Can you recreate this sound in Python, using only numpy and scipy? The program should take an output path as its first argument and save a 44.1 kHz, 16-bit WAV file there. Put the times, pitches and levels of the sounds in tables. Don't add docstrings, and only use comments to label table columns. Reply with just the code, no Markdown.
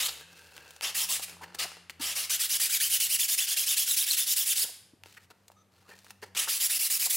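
import sys
import numpy as np
from scipy import signal
from scipy.fft import rfft, irfft
from scipy.io import wavfile
from scipy.ndimage import uniform_filter1d

SR = 44100
rng = np.random.default_rng(int(sys.argv[2]) if len(sys.argv) > 2 else 0)


def pcm_store(signal):
    levels = np.round(np.clip(np.atleast_2d(signal), -1, 1) * 32767)
    wavfile.write(sys.argv[1], SR, levels.astype(np.int16).T)


def field_ratio(decibels):
    return 10 ** (np.asarray(decibels, dtype=float) / 20)


N = 315756


def evened(x):
    return x / np.sqrt(np.mean(np.abs(x) ** 2) + 1e-20)


def drift(shape, size):
    return evened(uniform_filter1d(rng.standard_normal(shape), size=size))


def read(points, hz):
    f, value = np.transpose(points)
    return np.interp(np.log(hz + 1), np.log(f + 1), value)


def add(mix, s, sound):
    part = mix[round(s * SR):][:len(sound)]
    part += sound[:len(part)]


def highpass(x, order, hz):
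    return signal.sosfilt(signal.butter(order, hz, "highpass", fs=SR, output="sos"), x)


def resonate(x, hz, width):
    turn = np.exp(2j * np.pi * np.cumsum(hz * np.ones(len(x))) / SR)
    r = np.exp(-np.pi * width / SR)
    return 2 * (turn * signal.lfilter([1 - r], [1, -r], x / turn + 1e-18)).real


def resonate_twice(x, hz, width):
    return resonate(resonate(x, hz, width), hz, width)


def colour(x, points, tilt_db=0.):
    hz = np.fft.rfftfreq(len(x), 1 / SR)
    gain = field_ratio(read(points, hz) + tilt_db * np.log2(hz / 5000 + 0.023))
    return evened(irfft(rfft(x) * gain, len(x)))


def grains(count, spread_db, clump_db):
    clumps = drift(count, 130)
    sizes = field_ratio(spread_db * rng.standard_normal(count) + clump_db * clumps)
    return evened(rng.standard_normal(count) * sizes)


# (frequency [Hz], level [dB], t60 [s])
PLATE = [(473, -4.5, 0.043), (577, -6.5, 0.047), (786, -4, 0.035), (910, -1, 0.051), (1380, -9.5, 0.017),
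         (1687, -8.5, 0.087), (2124, -21, 0.047), (2700, -10.5, .02), (4320, -14, 0.006)]


def ring(x):
    modes = 0
    for hz, db, t60 in PLATE:
        width = np.log(1000) / np.pi / max(t60, .008)
        modes = modes + field_ratio(db) * resonate(x, hz, width)
    return evened(modes)


def fuzzy_bands(start, end, bands):
    slip = rng.standard_normal(round((end - start) * SR))
    sound = sum(field_ratio(db) * evened(resonate_twice(slip, hz, width)) for hz, width, db in bands)
    return start, sound * signal.windows.tukey(len(slip), .5)


def tap(row, shape):
    s, peak_db, hz, ring_db = row
    bright_db, t60, rise, snap, spread = shape
    t = np.arange(6000) / SR
    blow = rng.standard_normal(len(t)) * field_ratio(-60 * t / t60) * np.minimum(t / rise, 1) ** 2
    blow = blow + snap * (np.arange(len(t)) == round(rise * SR))
    thud = evened(resonate_twice(blow, hz, spread * hz))
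    tick = evened(resonate_twice(blow, 6200, 10700))
    sound = thud + field_ratio(bright_db + 7.0) * tick + field_ratio(ring_db) * ring(blow)
    sound = highpass(sound, 2, hz / 4)
    return s, field_ratio(peak_db) * sound / np.abs(sound).max()


# (time [s], frequency [Hz], level [dB], second order level [dB])
MOTOR = [(0.0, 68.6, -71.5, -68), (0.24, 77.74, -64.5, -69), (0.3, 79.24, -74, -69.5),
         (0.74, 82.06, -70.5, -75.5), (1.17, 85.85, -62.5, -60), (1.56, 85.4, -72.5, -66),
         (2.27, 86.6, -62, -69.5), (2.41, 89.1, -72.5, -72.5), (4.09, 93.8, -75, -82),
         (4.25, 97.8, -76.5, -82), (4.46, 93.9, -79, -79), (4.93, 94.27, -75.5, -76),
         (5.06, 99, -66, -92.5), (5.14, 94.8, -74, -78), (6.38, 96.6, -66, -66.5),
         (6.62, 100, -88.5, -74.5), (6.82, 95.7, -73.5, -91), (7.16, 98.2, -73, -68)]


def motor():
    s, *columns = np.transpose(MOTOR)
    hz, first_db, second_db = (np.interp(np.arange(N) / SR, s, c) for c in columns)
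    turns = np.cumsum(hz + 3.3 * drift(N, 3000)) / SR
    throb_db = 3 * evened(uniform_filter1d(drift((2, N), 3000), size=3000))
    first = field_ratio(first_db + throb_db[0]) * np.sin(2 * np.pi * turns)
    second = field_ratio(second_db - 2.0 + throb_db[1]) * np.sin(4 * np.pi * turns)
    return np.sqrt(2) * (first + second)


# (frequency [Hz], level [dB per Hz])
FLOOR = [(15, -69), (25, -45.5), (61, -10.5), (108, -3), (212, -9), (363, -10), (439, -9.5), (531, -11.5),
         (6050, -28), (14000, -30.5), (16000, -57.5)]


def room_floor():
    return [field_ratio(-70) * colour(noise, FLOOR) for noise in rng.standard_normal((2, N))]


def mottled(x, patch_db):
    z = signal.stft(x, nperseg=256, noverlap=192)[2]
    field = uniform_filter1d(rng.standard_normal(z.shape), size=5, axis=0)
    field = evened(uniform_filter1d(field, size=14, axis=1))
    return signal.istft(z * field_ratio(patch_db * field), nperseg=256, noverlap=192)[1][:len(x)]


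# (frequency [Hz], level [dB per Hz])
GRIT = [(530, -53), (900, -55), (1410, -12), (1810, -13.5), (2470, -12), (2790, -5.5), (4250, -4.5),
        (5100, -1.5), (6180, -3), (7580, -0.5), (9090, -1), (11000, 3), (12400, -2), (14700, -1),
        (16000, -1)]


def grit_hiss(grit, tilt_db, speed):
    hiss = highpass(mottled(colour(grit, GRIT, tilt_db), patch_db=2.5), 4, 1350)
    dull = resonate(hiss, 2500, 5000)
    return dull + (hiss - dull) * speed / np.mean(speed)


def ridge_whistle(grit, speed, top_hz, ends):
    hz = top_hz * speed * (1 + 0.038 * drift(len(grit), 350))
    width = .55 * top_hz * ends ** 2
    first = evened(resonate_twice(grit, hz, width))
    octave = evened(resonate_twice(grit, 2 * hz, 2 * width))
    return 1.2 * (first + field_ratio(-8) * octave) * speed ** 2.5


# (frequency [Hz], level [dB per Hz])
DRUM = [(90, -46.5), (200, -22.5), (450, -14), (700, -8.5), (1000, -9.5), (1300, 0.5), (1800, -3),
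        (2600, -7), (4000, -43.5)]


def stroke(row, grip, tilt_db, drum_db, ends):
    start, end, level_db, top_hz, top = row
    push_db, whistle_db, bite, release = grip
    u = np.linspace(0, 1, round((end - start) * SR))
    turn = np.where((u < top) == (push_db > 0), ends + .3 * (1 - ends), ends)
    swing = np.sin(np.pi / 2 * np.where(u < top, u / top, (1 - u) / (1 - top)))
    speed = turn + (1 - turn) * swing
    grit = grains(len(u), spread_db=1.0, clump_db=0.6)
    hiss = grit_hiss(grit, tilt_db, speed)
    catch_db = 3.5 * drift(len(u), 350) + 2.0 * np.tanh(push_db) * (u - 1.0)
    whistle = ridge_whistle(grit, speed, top_hz, ends) * field_ratio(whistle_db + catch_db)
    drumming = field_ratio(drum_db - 16.5) * colour(grit, DRUM)
    biting = np.sin(np.pi / 2 * np.minimum(u / bite, 1))
    easing = np.sin(np.pi / 2 * np.minimum((1 - u) / release, 1))
    pressure = field_ratio(level_db + 0.5 + push_db / 2 * np.tanh(3.5 * (u - .48)))
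    return start, pressure * (biting * easing) ** 0.72 * (hiss + whistle + drumming)


# (time [s], brightness [dB per octave])
SETTLE = [(0, -4.5), (.87, -7.5), (1, -3), (1.3, -4), (1.62, -7.5), (2.2, -5), (2.45, -3), (2.85, -1.6),
          (3.3, -1.09), (3.5, -3), (3.8, -1.41), (4.6, -1.5), (6.41, -5), (6.63, -1), (7.1, -0.3)]


def settle(s):
    tilt_db = np.interp(s, *np.transpose(SETTLE))
    return tilt_db, -2 * tilt_db


# (start [s], end [s], level [dB], ridges crossed at top speed [Hz], moment of top speed [0-1])
EARLIER_BOUT = [
    (0, .1, -32.5, 4300, 0.62),
]
TRIES = [
    (.818, 0.917, -34.5, 3500, 0.55),
    (0.944, 1.064, -29.5, 3700, 0.7),
    (1.083, 1.184, -30.5, 3900, 0.17),
    (1.218, 1.253, -35.5, 3100, 0.35),
    (1.272, 1.343, -56, 2810, 0.28),
    (1.585, 1.652, -32.5, 3150, 0.1),
    (2.007, 2.15, -33.5, 3200, .4),
    (2.15, 2.267, -33.5, 2900, 0.32),
    (6.36, 6.456, -31, 4220, 0.51),
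]
LONG_BOUT = [(2.294, 2.371, -28.5, 1730, 0.47), (2.392, 2.473, -29, 1600, 0.51),
             (2.489, 2.576, -27.5, 2680, 0.5), (2.596, 2.686, -27.5, 2548, 0.45),
             (2.691, 2.78, -27.5, 2606, 0.55), (2.798, 2.893, -28, 3182, 0.62),
             (2.892, 2.98, -27, 3127, 0.56), (2.999, 3.083, -28, 3038, 0.3),
             (3.088, 3.171, -27.5, 3204, 0.59), (3.186, 3.267, -27.5, 3450, 0.36),
             (3.278, 3.357, -26, 3570, 0.57), (3.375, 3.464, -29.5, 3660, 0.46),
             (3.466, 3.551, -30, 3545, 0.6), (3.561, 3.658, -29.5, 3440, 0.43),
             (3.658, 3.752, -27.5, 3650, 0.48), (3.764, 3.856, -28.5, 3530, 0.46),
             (3.856, 3.956, -28, 4061, 0.5), (3.962, 4.052, -27.5, 3640, 0.51),
             (4.06, 4.157, -28.5, 4234, 0.56), (4.165, 4.252, -28, 3829, 0.55),
             (4.261, 4.346, -27, 4046, 0.58), (4.36, 4.452, -28, 3700, .4), (4.451, 4.541, -28, 3535, 0.64),
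             (4.554, 4.648, -27, 4850, 0.72)]
LAST_BOUT = [
    (6.477, 6.598, -30, 2700, .7),
    (6.594, 6.678, -26, 2610, 0.55),
    (6.694, 6.786, -27.5, 2900, 0.58),
    (6.789, 6.883, -28, 2970, 0.14),
    (6.898, 6.983, -27, 2930, 0.467),
    (6.993, 7.076, -27.5, 2700, 0.46),
    (7.095, 7.177, -27.5, 2783, 0.9),
]
# (pressure gain [dB], whistle level [dB], bite [0-1], release [0-1])
EARLIER_GRIP = [(-5, -12.5, .03, .3)]
TRY_GRIP = [(-7, -11.5, 0.29, 0.26), (-1, -22, 0.14, 0.32), (-0.5, -16, 0.23, 0.34),
            (-2.5, -18.5, 0.45, 0.33), (-4, -2.5, .2, 0.36), (-2.5, -18, 0.29, 0.29), (-2, -25, 0.13, 0.32),
            (-3, -20, .12, 0.22), (-1.5, -15, 0.31, 0.26)]
LONG_GRIP = [(-4, -23.5, 0.19, 0.099), (2, -21.5, .12, 0.34), (2, -21, 0.26, .1), (-5.5, -15.5, 0.097, .3),
             (-0.5, -16, .2, 0.084), (-5, -11, .1, .3), (3.5, -13.5, 0.16, 0.18), (-6.5, -14, 0.072, 0.21),
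             (4, -10, 0.24, 0.184), (-2, -13, .14, 0.21), (0.5, -12, 0.28, .12), (-7, -11, .12, .25),
             (0.5, -8.5, 0.28, .15), (-4, -12.5, .12, .2), (0, -13, .25, 0.11), (-5, -13, 0.092, .25),
             (-1.5, -12.5, 0.37, .12), (-5, -13.5, 0.14, 0.12), (2.5, -7.5, 0.11, 0.068),
             (-7.5, -12, 0.15, 0.27), (-1, -15, 0.3, .12), (-6.5, -14.5, 0.17, 0.25), (4, -13.5, 0.18, .1),
             (-1, -12, 0.14, .15)]
LAST_GRIP = [(-5.5, -22, 0.17, 0.304), (0.5, -24, .3, 0.257), (-2, -19, 0.13, 0.257), (1, -18, 0.152, 0.17),
             (-2.5, -25.5, 0.113, .2), (-0.5, -19.5, 0.09, 0.15), (-1.5, -23.5, .08, .1)]
# (speed at the turns [0-1], drumming level [dB])
EARLIER_STYLE = (0.54, -5)
TRY_STYLE = (0.63, -6.5)
LONG_STYLE = (.41, -12)
LAST_STYLE = (0.736, -10)


def strokes():
    bouts = ((EARLIER_BOUT, EARLIER_GRIP, EARLIER_STYLE), (TRIES, TRY_GRIP, TRY_STYLE),
             (LONG_BOUT, LONG_GRIP, LONG_STYLE), (LAST_BOUT, LAST_GRIP, LAST_STYLE))
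    for bout, grips, (ends, drum_db) in bouts:
        for row, grip in zip(bout, grips):
            tilt_db, loose_db = settle((row[0] + row[1]) / 2)
            yield stroke(row, grip, tilt_db, drum_db + loose_db, ends)


# (time [s], level [dB])
CATCHES = [(.008, 4), (.05, 1), (.064, 4.5), (.082, -12), (1.6, 1), (1.633, -1), (1.639, 1.5), (2.17, 1),
           (2.325, -1), (2.413, 1.5), (2.435, -1), (2.72, -2), (2.75, 3), (3.014, 0.5), (3.2, 2),
           (3.296, -1), (3.306, -3.5), (3.335, 0.5), (3.391, 2.5), (3.417, 1), (3.575, 2.5), (3.715, 2.5),
           (3.779, 2.5), (3.9, -1.5), (3.915, 4.5), (4.105, -2), (4.115, 3), (4.189, 0), (4.295, -1.5),
           (4.47, 2), (4.5, -0.5), (6.376, 4.5), (6.397, 4), (6.911, 0.5), (7.06, 2.5), (7.108, 2.5)]


def catches():
    db = np.zeros(N)
    bell = np.exp(-(np.arange(-900, 900) / SR / 0.0039) ** 2 / 2)
    for s, size_db in CATCHES:
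        add(db, s, size_db * bell)
    return field_ratio(np.roll(db, -900))


# (time [s], peak level [dB], centre [Hz], plate ring level [dB])
BUMPS = [(.079, -22.5, 4000, -3), (1.411, -37.5, 940, -10), (1.427, -34, 1800, 3.5), (1.64, -33, 747, -8),
         (1.993, -32.5, 229.8, -4), (4.635, -38.5, 473, 5), (4.683, -46, 620, -10), (5.165, -39, 1900, -12),
         (5.298, -48, 726, -8), (5.885, -48, 450, 5), (5.905, -45.5, 1780, -4.5), (6.222, -38, 494, -10.5),
         (6.221, -35.5, 1770, 2), (6.223, -42, 870, -0.5), (6.229, -42, 4470, -22), (6.47, -29.5, 1248, -8),
         (7.059, -37, 720, -24)]
# (brightness [dB], t60 [s], rise [s], snap [ratio], spread [ratio])
BUMP = (-17, .034, .016, .1, .6)


def bumps():
    return [tap(row, BUMP) for row in BUMPS]


# (start [s], end [s], level [dB], brightness [dB per octave], ring level [dB])
SLIDES = [(.08, 0.2454, -51, 1.5, -3), (.2, 0.88, -57, 1.9, -3), (0.351, 0.407, -53.5, 1.5, -23),
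          (0.539, 0.73, -58, -8.5, 0), (1.269, 1.361, -55.5, -7, 2.5), (1.345, 1.65, -56.5, -12, 0),
          (1.4, 2.2, -67, -6.5, -13), (1.72, 1.806, -68.5, -7.5, -11), (5.029, 5.19, -60.5, 3, -16.5),
          (5.19, 5.266, -65.5, 3, -13.5), (5.271, 5.696, -76, 1.5, -13.5), (6.253, 6.288, -65.5, 3.5, -14),
          (5.7, 5.9, -64, 0.5, -4), (5.869, 5.951, -54.5, 0.5, 0.5), (1.899, 1.913, -40.5, 1.5, -10),
          (1.42, 1.455, -48, -1, -8), (5.3, 5.322, -50, 0, -7), (6.226, 6.248, -48, 0, -7),
          (1.543, 1.559, -43, 1.5, -12), (6.347, 6.368, -38, 2, -10), (5.932, 6.07, -62, 2, -8),
          (6.043, 6.13, -55.5, 1.4, -9)]
# (frequency [Hz], level [dB per Hz])
SLIDE = [(180, -18.5), (300, -3.5), (478, -9), (856, -12.5), (961, -10.5), (1210, -6.5), (4670, -9.5),
         (12500, -18), (16000, -21.5)]


def slides():
    for start, end, level_db, bright_db, ring_db in SLIDES:
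        skin = colour(grains(round((end - start) * SR), spread_db=0.8, clump_db=3.5), SLIDE)
        dull = resonate(skin, 970, 2900)
        sound = dull + field_ratio(3.3 * bright_db) * (skin - dull) + field_ratio(ring_db) * ring(skin)
        yield start, field_ratio(level_db - 6.5) * sound * signal.windows.tukey(len(skin), 0.44)


# (frequency [Hz], width [Hz], level [dB])
DRAG = [(1600, 200, -63.5), (2630, 240, -65.5), (515, 124, -72.5)]
# (start [s], end [s])
DRAG_SPAN = (0.11, 0.89)


def paper_drag():
    return fuzzy_bands(*DRAG_SPAN, DRAG)


# (start [s], end [s], frequency [Hz], width [Hz], level [dB])
HUMS = [(.995, 1.062, 960, 250, -51), (1.085, 1.135, 1010, 220, -51), (.205, 0.253, 1640, 200, -60),
        (6.222, 6.25, 1820, 102, -50), (6.224, 6.258, 480, 97, -51.5), (6.224, 6.25, 880, 150, -53.5),
        (1.408, 1.428, 905, 120, -49), (1.42, 1.452, 1780, 250, -51), (5.165, 5.186, 1867, 670, -55),
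        (5.301, 5.322, 1420, 214, -59.5), (4.932, 4.945, 240, 150, -60), (.835, .895, 3450, 300, -42),
        (1.085, 1.125, 4400, 300, -40), (6.37, 6.43, 3100, 650, -42), (5.893, 5.965, 1790, 72, -58.5),
        (5.85, 5.875, 1200, 165, -66.5), (5.92, 5.945, 2400, 150, -65), (1.595, 1.635, 4600, 1200, -39),
        (2.3, 2.365, 6000, 500, -36), (2.4, 2.46, 3300, 500, -41)]


def hums():
    return [fuzzy_bands(start, end, [band]) for start, end, *band in HUMS]


# (time [s], peak level [dB], centre [Hz], plate ring level [dB])
KNOCKS = [(.522, -40, 1610, 7), (.579, -28, 2440, -7.5), (.81, -18.5, 2680, -4), (1.368, -37, 928, -19),
          (1.718, -31, 1170, -0.5), (1.769, -34, 1070, 15), (1.897, -20.5, 2200, -18),
          (5.036, -28, 2724, -5), (5.059, -34, 2600, 2), (5.823, -51, 842, 0.5), (6.066, -37, 1693, -10.5)]
# (brightness [dB], t60 [s], rise [s], snap [ratio], spread [ratio])
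KNOCK = (-14, .01, .0005, 16, .7)


def knocks():
    return [tap(row, KNOCK) for row in KNOCKS]


# (time [s], peak level [dB], centre [Hz], plate ring level [dB])
TICKS = [(.564, -30.5, 2900, -22), (.706, -34, 2691, -12.5), (.762, -35, 2185, -15.5), (1.194, -28, 910, 5),
         (1.282, -33, 2930, -16), (1.295, -30, 2810, -12), (1.547, -25.5, 1100, -8.5),
         (1.551, -33, 3080, -13.5), (5.147, -46, 1640, -14.5), (5.48, -40, 4800, -12), (5.516, -44, 910, 7),
         (5.953, -44.5, 1739, -11.5), (5.988, -40, 4130, -6.5), (6.044, -42.5, 840, -13.5),
         (6.105, -28.5, 2341, 0), (6.217, -43, 4500, -20), (6.348, -34, 4110, -12), (6.366, -25, 2585, -8)]
# (brightness [dB], t60 [s], rise [s], snap [ratio], spread [ratio])
TICK = (1, 0.0276, 0.0016, 3.12, 1.06)


def ticks():
    return [tap(row, TICK) for row in TICKS]


# (time [s], peak level [dB], centre [Hz], plate ring level [dB])
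THUMPS = [
    (4.934, -49, 220, -25),
    (5.059, -47.5, 350, -20),
    (5.5, -43.5, 672, -20),
]
# (brightness [dB], t60 [s], rise [s], snap [ratio], spread [ratio])
THUMP = (-40, .012, .0012, 12, 1.1)


def thumps():
    return [tap(row, THUMP) for row in THUMPS]


# (frequency [Hz], width [Hz], level [dB])
SQUEAK = [(1248, 102, -67.5), (3650, 260, -77), (6105, 420, -72)]
# (start [s], end [s])
SQUEAK_SPAN = (5.555, 5.635)


def thumb_squeak():
    return fuzzy_bands(*SQUEAK_SPAN, SQUEAK)


# (frequency [Hz], t60 [s])
SHOP = [(250, 0.71), (660, 0.73), (1740, 0.72), (4590, 0.53), (10000, 0.47), (15500, 0.31)]


def shop(x):
    taps = np.zeros((6, SR // 2))
    at = np.arange(200, SR // 2 - 20, 20) + rng.integers(0, 20, (6, (SR // 2 - 201) // 20))
    np.put_along_axis(taps, at, rng.choice([-1., 1.], at.shape), 1)
    hz, t, z = signal.stft(taps, SR, nperseg=256)
    decay = field_ratio(-60 * t / read(SHOP, hz)[:, None])
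    tail = signal.istft(z * decay, SR, nperseg=256)[1]
    turn = 2 * np.pi * (61 * np.arange(N) / SR + np.arange(6)[:, None] / 3)
    feed = np.sqrt(2 / 3) * np.cos(turn) * x
    wet = signal.oaconvolve(feed, tail / np.linalg.norm(tail[0]), axes=1)[:, :N]
    return wet.reshape(2, 3, N).sum(1)


# (frequency [Hz], left minus right level [dB])
LEAN = [(60, 1.27), (180, 1.14), (550, 0.5), (1650, 0.12), (4970, 2), (15000, -3)]
# (frequency [Hz], level below the common sound [dB])
APART = [(60, -16.5), (160, -23.5), (450, -16), (1000, -13.5), (2000, -19.5), (4000, -21), (6500, -17.5),
         (8700, -9.5), (11500, -15.5), (15000, -27.5)]


def ports(front_and_flank):
    hz = np.fft.rfftfreq(N, 1 / SR)
    front, flank = rfft(front_and_flank)
    lean = field_ratio(read(LEAN, hz) / 2)
    other = field_ratio(read(APART, hz)) * flank
    return irfft([(front + other) * lean, (front - other) / lean], N)


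def scene():
    hands = np.zeros(N)
    for start, sound in strokes():
        add(hands, start, sound)
    hands = hands * catches()
    rubbing = hands.copy()
    touches = (*bumps(), *slides(), paper_drag(), *hums(), *knocks(), *ticks(), *thumps(), thumb_squeak())
    for start, sound in touches:
        add(hands, start, sound)
    tails = shop(rubbing + field_ratio(-4.5) * (hands - rubbing))
    floor = room_floor()
    front = hands + field_ratio(-9) * tails[0] + floor[0] + motor()
    bench = np.roll(hands, 130)
    flank = 0.73 * bench + field_ratio(-4.5) * tails[1] + field_ratio(6) * floor[1]
    return ports(np.array([front, flank]))


def top_cut(x):
    return signal.sosfilt(signal.butter(12, 17080, fs=SR, output="sos"), x)


def record(dry):
    cut = highpass(dry, 2, 45)
    lowpass = signal.firwin(511, 15900, window=("kaiser", 9), fs=SR)
    limited = signal.oaconvolve(cut, lowpass[None], "same")
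    return top_cut(limited)


dry = scene()
out = record(dry)
pcm_store(out)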